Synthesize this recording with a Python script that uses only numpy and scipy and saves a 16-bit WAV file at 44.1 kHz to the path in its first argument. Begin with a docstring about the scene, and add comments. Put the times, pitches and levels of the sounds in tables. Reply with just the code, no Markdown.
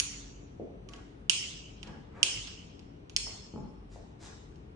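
"""A plastic wall switch snaps at once, then three more snaps follow, in a bare, ringing workshop.
Each rocker clatters for a millisecond or two and rings its cover plate, a little to the right.
Between the snaps fingers tick on the plates, a man shifts his feet, and there are dull knocks,
scuffs and a squeak. Plates and floor are sets of resonances struck by short bursts of noise;
scuffs and the low ventilation rumble are filtered noise, and random reflections make the room."""
import sys
import numpy as np
from scipy import signal
from scipy.fft import rfft, irfft
from scipy.io import wavfile
from scipy.ndimage import uniform_filter1d, minimum_filter1d

SR = 44100
rng = np.random.default_rng(int(sys.argv[2]) if len(sys.argv) > 2 else 0)


def pcm_store(signal):
    """Save signal as 16-bit PCM."""
    levels = np.round(np.clip(np.atleast_2d(signal), -1, 1) * 32767)
    wavfile.write(sys.argv[1], SR, levels.astype(np.int16).T)


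N = 209817  # length of the scene in samples
TIME = np.arange(N) / SR  # seconds
TAPS = 4096  # length of one struck sound in samples
HZ = np.fft.rfftfreq(TAPS, 1 / SR)  # the frequencies of its spectrum


# Resonances of each switch's cover plate, by switch name.
# Each row: frequency in Hz, width in Hz, level in dB relative to the other resonances.
PLATE_MODES = { "first": [(1401, 940, -8), (2300, 450, -14), (2800, 1100, -0.5), (3680, 770, -6),
               (4500, 750, -1), (5150, 520, -3), (5820, 750, 5), (6720, 520, 6), (7400, 600, -5),
               (9200, 2800, -5), (9900, 1200, -4)], "second": [(1110, 1300, -19), (2375, 560, -7),
               (2946, 590, 4.5), (3300, 170, -9), (4400, 2800, -6.5), (5550, 1400, -2), (6600, 900, -3.5),
               (7770, 700, -4.5), (8940, 850, -4.5), (10330, 330, -12.5)], "third": [(960, 250, -18.5),
               (2480, 1100, -7.5), (3200, 850, -5), (4390, 370, 2), (5314, 430, 5), (6300, 2800, -3),
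               (7740, 960, -9), (9000, 700, -6.5), (9750, 1200, -13.5)], }
# The rocker snaps.
# Each row: start in seconds, switch name, energy in dB before the path, clatter length in seconds.
ROCKER_SNAPS = [(0.0001, "first", 1, 0.001), (1.2961, "second", 7, 0.002), (2.2293, "second", 6.5, 0.0024),
                (3.1636, "third", 1, 0.0018)]
# Finger ticks on a plate.
# Each row: start in seconds, switch name, energy in dB before the path, clatter length in seconds.
FINGER_TICKS = [(.8875, "first", -29, 0.0031), (.9349, "second", -27, 0.0031), (.958, "first", -35, 0.0085),
                (1.8296, "second", -21.5, 0.0016), (1.868, "third", -32.5, .012),
                (2.468, "third", -20, .016), (2.7930, "third", -34, 0.0011), (3.0963, "first", -28, 0.0012),
                (4.557, "third", -44, 0.0029)]
# The straight path from the board to the microphones.
# Each row: frequency in Hz, gain to the left in dB, gain to the right in dB.
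DIRECT_PATH = [(500, -14, -4), (1800, -8, -6), (2860, -8.5, 10.5), (3760, -7, 4.5), (5860, 0.5, 4),
               (7560, -1.5, 0), (9800, 2.5, -7)]


def switches(rows, top_hz, room_db, body_db, scatter_db, lag_s=.00016, scatter_s=0.0065, scatter_delay_s=.0012):
    """Short clatters ring the plates; returns the near sound and what goes into the room."""
    near, sent = np.zeros((2, N)), np.zeros(N)
    left = amp(read(DIRECT_PATH, HZ, axis=1))
    right = amp(read(DIRECT_PATH, HZ, axis=2))
    # the sound reaches the left microphone slightly later
    path = causal(right) * np.array([left / right * delay(lag_s), np.ones(len(HZ))])
    # the broad knock of the box
    body = amp(body_db) * HZ / (HZ + 500) / (1 + (HZ / 9000) ** 4)
    for start_s, switch, db, length_s in rows:
        colour = contact(top_hz) * np.sqrt(ringing(PLATE_MODES[switch]) + body ** 2)
        snap = amp(db) * evened(causal(colour)) * clatter(length_s)
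        # the board, the desk and the man scatter it within a few milliseconds
        scatter = np.array([clatter(scatter_s), clatter(scatter_s)])
        echoes = amp(scatter_db) * delay(scatter_delay_s) * scatter
        add(near, start_s, pulse(snap * (path + echoes)))
        add(sent, start_s, amp(room_db) * pulse(snap))
    return near, sent


# The footfalls. Each row: start in seconds, energy in dB before each contact's own level.
FOOTFALLS = [(1.868, -24.5), (3.537, -16.5)]
# Each footfall is four soft contacts: a dull thud, a brighter slap, a duller one, a low one.
# Each row: delay in seconds, level in dB, top of the contact's range in Hz.
FOOT_CONTACTS = [(0, 1.5, 450), (.022, -1.5, 2200), (.040, -1.5, 1000), (.094, -1.5, 250)]
# Resonances of the floor.
# Each row: frequency in Hz, width in Hz, level in dB relative to the other resonances.
FLOOR_MODES = [(187, 120, 0), (430, 380, -9), (848, 62, -4), (1034, 490, -12.5)]


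def steps(length_s=0.0034):
    """Each footfall is four soft contacts that ring the same floor resonances."""
    out = np.zeros(N)
    for start_s, db in FOOTFALLS:
        for after_s, part_db, top_hz in FOOT_CONTACTS:
            colour = contact(top_hz) * np.sqrt(ringing(FLOOR_MODES))
            thud = evened(causal(colour)) * clatter(length_s)
            add(out, start_s + after_s, amp(db + part_db) * pulse(thud))
    return out


# Soft handling knocks.
# Each row: start in seconds, energy in dB before the mix, centre of the resonance in Hz.
HANDLING_KNOCKS = [(0.595, -13, 415), (.699, -25, 430), (2.35, -21.5, 120), (3.266, -24, 880),
                   (3.958, -25, 616)]


def knocks(length_s=0.0045, width_share=0.86):
    """Dull knocks, each one heavily damped resonance as wide as a share of its centre."""
    out = np.zeros(N)
    for start_s, db, centre_hz in HANDLING_KNOCKS:
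        colour = causal(hump(HZ, centre_hz, width_share * centre_hz))
        add(out, start_s, amp(db) * pulse(evened(colour) * clatter(length_s)))
    return out


# Scuffs of soles and sleeves.
# Each row: start in seconds, length in seconds, and the peak levels of rub and hiss in dB.
SCUFF_STROKES = [(0.892, 0.077, -57, -67.5), (1.826, 0.097, -55.5, -88), (2.083, 0.24, -54, -76),
                 (3.883, 0.11, -71, -66.5), (4.181, 0.13, -59.5, -57)]
# The low and high band of every scuff. Each holds: centre in Hz, width in Hz.
RUB_BAND = (620, 1900)
HISS_BAND = (5400, 4200)


def scuffs(grain_db=3):
    """Rubbing: many tiny slips under one smooth stroke, heard as a low rub and a hiss."""
    out, hz = np.zeros(N), np.fft.rfftfreq(N, 1 / SR)
    # uneven slip strengths make the noise grainy
    slips = rfft(rng.standard_normal(N) * amp(grain_db * rng.exponential(1, N)))
    rub = evened(irfft(slips * hump(hz, *RUB_BAND), N))
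    hiss = evened(irfft(slips * hump(hz, *HISS_BAND), N))
    for start_s, length_s, rub_db, hiss_db in SCUFF_STROKES:
        stroke = np.sin(np.pi * np.clip((TIME - start_s) / length_s, 0, 1)) ** 2
        out += stroke * (amp(rub_db) * rub + amp(hiss_db) * hiss)
    return out


def squeak(start_s=.882, hold_s=0.111, attack_s=0.0097, release_s=0.02, level_db=-63,
           start_hz=1138, sag_hz_per_s=130, jitter=0.014, flutter_db=3):
    """A thin stick-slip tone: it catches, holds unsteadily while its pitch sags, and lets go."""
    t = TIME - start_s
    # slow random curves for the pitch and the level
    waver = evened(uniform_filter1d(rng.standard_normal(N), size=300))
    flutter = evened(uniform_filter1d(rng.standard_normal(N), size=900))
    pitch_hz = (start_hz - sag_hz_per_s * t) * (1 + jitter * waver)
    turns = np.cumsum(pitch_hz) / SR
    envelope = np.clip(t / attack_s, 0, 1) * np.clip(1 - (t - hold_s) / release_s, 0, 1)
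    level = np.sqrt(2) * amp(level_db + flutter_db * flutter)
    return level * envelope * np.sin(2 * np.pi * turns)


# How fast the room dies away. Each row: frequency in Hz, time to fall by 60 dB in seconds.
ROOM_DECAY = [(150, 1), (500, 0.7), (1300, 0.91), (3000, 0.91), (5400, 0.86), (7700, 0.75), (11000, 0.2)]


def room(x, level_db, right_db, build_s=0.004, shared_hz=300, rough_db=3):
    """Bare walls: reflections build up, then each band dies at its own speed, with a random roughness."""
    hz, t, z = signal.stft(diffuse(1.3), SR, nperseg=256)
    # long waves reach both microphones alike
    same = np.exp(-(hz[:, None] / shared_hz) ** 2)
    z = np.array([z[0], same * z[0] + np.sqrt(1 - same ** 2) * z[1]])
    # random level changes over frequency and time roughen the tail
    roughness = uniform_filter1d(rng.standard_normal(z[0].shape), size=2, axis=0)
    roughness = evened(uniform_filter1d(roughness, size=16, axis=1))
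    z = z * amp(rough_db * roughness)
    z = z * amp(-60 * t / read(ROOM_DECAY, hz)[:, None])
    tail = signal.istft(z * (1 - np.exp(-t / build_s)), SR, nperseg=256)[1]
    tail /= np.linalg.norm(tail, axis=1, keepdims=True)
    echoing = signal.fftconvolve(x[None], tail, axes=1)[:, :N]
    return amp(level_db) * amp([[0], [right_db]]) * echoing


# The colour of the ventilation noise. Each row: frequency in Hz, relative level in dB per Hz.
AIR_COLOUR = [(15, -37.5), (25, -18.5), (49, -2), (102, -4), (166, -6.5), (244, -9.5), (440, -12),
              (520, -19), (720, -20), (1670, -31.5), (2860, -34.5), (6650, -52), (9000, -55),
              (11400, -76.5)]
# Its steady tones. Each row: frequency in Hz, level in dB before wavering.
AIR_TONES = [(48.4, -58), (283, -67.5), (5997, -94), (8995, -95.5)]
# How alike the noise is at both microphones.
# Each row: frequency in Hz, likeness (cut off at -1 and 1; negative means opposite in sign).
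AIR_LIKENESS = [(60, 0.9), (170, 1.17), (350, 0.47), (600, -0.53), (1200, -0.5), (8000, -0.17)]
# Its balance. Each row: frequency in Hz, left level minus right level in dB.
AIR_LEAN = [(60, 2.5), (170, 4), (480, 4.5), (1360, 1), (3860, -1), (10900, 2)]


def ventilation(level_db=-50.5, waver=0.84):
    """Low rumble, alike at both microphones in the bass, with a wavering hum and a faint high whine."""
    hz = np.fft.rfftfreq(N, 1 / SR)
    a, b = rfft(rng.standard_normal((2, N)))
    same = np.clip(read(AIR_LIKENESS, hz), -1, 1)
    lean_db = read(AIR_LEAN, hz) / 2
    left = a * amp(lean_db)
    right = (same * a + np.sqrt(1 - same ** 2) * b) * amp(-lean_db)
    pair = np.array([left, right])
    air = amp(level_db) * evened(irfft(pair * amp(read(AIR_COLOUR, hz)), N))
    for tone_hz, db in AIR_TONES:
        # one slow random curve moves both the level and the phase
        drift = evened(irfft(rfft(rng.standard_normal(N)) * np.exp(-hz / 3), N))
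        tone = np.sin(2 * np.pi * tone_hz * TIME + drift)
        air += np.sqrt(2) * amp(db) * (1 + waver * drift) * tone
    return air


def amp(db):
    """Decibels to gain."""
    return 10 ** (np.asarray(db) / 20)


def evened(x):
    """Scales to an rms of one."""
    return x / np.sqrt(np.mean(abs(x) ** 2) + 1e-20)


def read(points, hz, axis=1):
    """One column of a table, joined on a log-frequency axis."""
    columns = np.transpose(points)
    return np.interp(np.log(hz + 1), np.log(columns[0] + 1), columns[axis])


def add(mix, s, sound):
    """Mixes a sound in at time s, in seconds."""
    part = mix[..., max(round(s * SR), 0):][..., :sound.shape[-1]]
    part += sound[..., :part.shape[-1]]


def hump(hz, centre_hz, width_hz):
    """Gain of a damped resonance with steep skirts."""
    return 1 / (1 + .5 * ((hz - centre_hz) / width_hz) ** 2) ** 4


def ringing(modes):
    """Power spectrum of a set of resonances."""
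    return sum((amp(db) * hump(HZ, hz, width)) ** 2 for hz, width, db in modes)


def contact(top_hz):
    """A soft touch cannot drive the high resonances."""
    return 1 / np.sqrt(1 + (HZ / top_hz) ** 4)


def causal(gain):
    """Gives a gain curve the phase of something struck: it rings only afterwards."""
    log_gain = np.log(np.maximum(gain, 1e-5))
    mirrored = np.r_[log_gain, log_gain[-2:0:-1]]
    return np.exp(np.conj(signal.hilbert(mirrored)))[:len(gain)]


def clatter(length_s, rise=0.35):
    """Spectrum of a brief rattle of contacts, equally strong at all frequencies."""
    u = np.arange(TAPS) / SR / length_s
    window = np.minimum(u / rise, 1) * np.exp(-u ** 2)
    burst = rng.standard_normal(TAPS)
    # shorten the burst and flatten its spectrum in turn
    for _ in range(3):
        flat = np.exp(1j * np.angle(rfft(burst * window)))
        burst = irfft(flat)
    return flat


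def delay(seconds):
    """Spectrum of a pure delay."""
    return np.exp(-2j * np.pi * HZ * seconds)


def pulse(spectrum):
    """The short sound that has this spectrum, faded to silence at its end."""
    return irfft(spectrum) * np.minimum(np.linspace(4, 0, TAPS), 1) ** 2


def diffuse(seconds):
    """Sparse reflections of random sign, different at each microphone."""
    shape = (2, round(seconds * SR))
    return rng.choice([-1., 1.], shape) * (rng.random(shape) < .2)


def scene():
    """Switches on the right, feet, knocks and rubbing, all in one room with ventilation."""
    snaps, snaps_sent = switches(ROCKER_SNAPS, top_hz=14000, room_db=5.4, body_db=-29, scatter_db=-5.5)
    ticks, ticks_sent = switches(FINGER_TICKS, top_hz=4400, room_db=6.5, body_db=-4.5, scatter_db=-2.0)
    thuds, rubs = steps() + knocks(), scuffs()
    near = snaps + ticks + thuds * amp([[0], [-2]]) + rubs + squeak()
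    far = room(snaps_sent + ticks_sent, level_db=-10.0, right_db=0.5)
    far = far + room(amp(-1.2) * thuds + rubs, level_db=3, right_db=-1)
    return near + far + ventilation()


def record(dry, ceiling=.88, edge_hz=11500):
    """A fast limiter holds back the highest crests; then a steep filter cuts the top treble."""
    allowed = ceiling / np.maximum(abs(dry).max(axis=0), ceiling)
    # spread each dip by about a millisecond and smooth it
    gain = uniform_filter1d(minimum_filter1d(allowed, size=45), size=41)
    low_pass = signal.firwin(255, edge_hz, window=("kaiser", 9), fs=SR)
    return signal.oaconvolve(dry * gain, low_pass[None], "same")


dry = scene()
out = record(dry)
pcm_store(out)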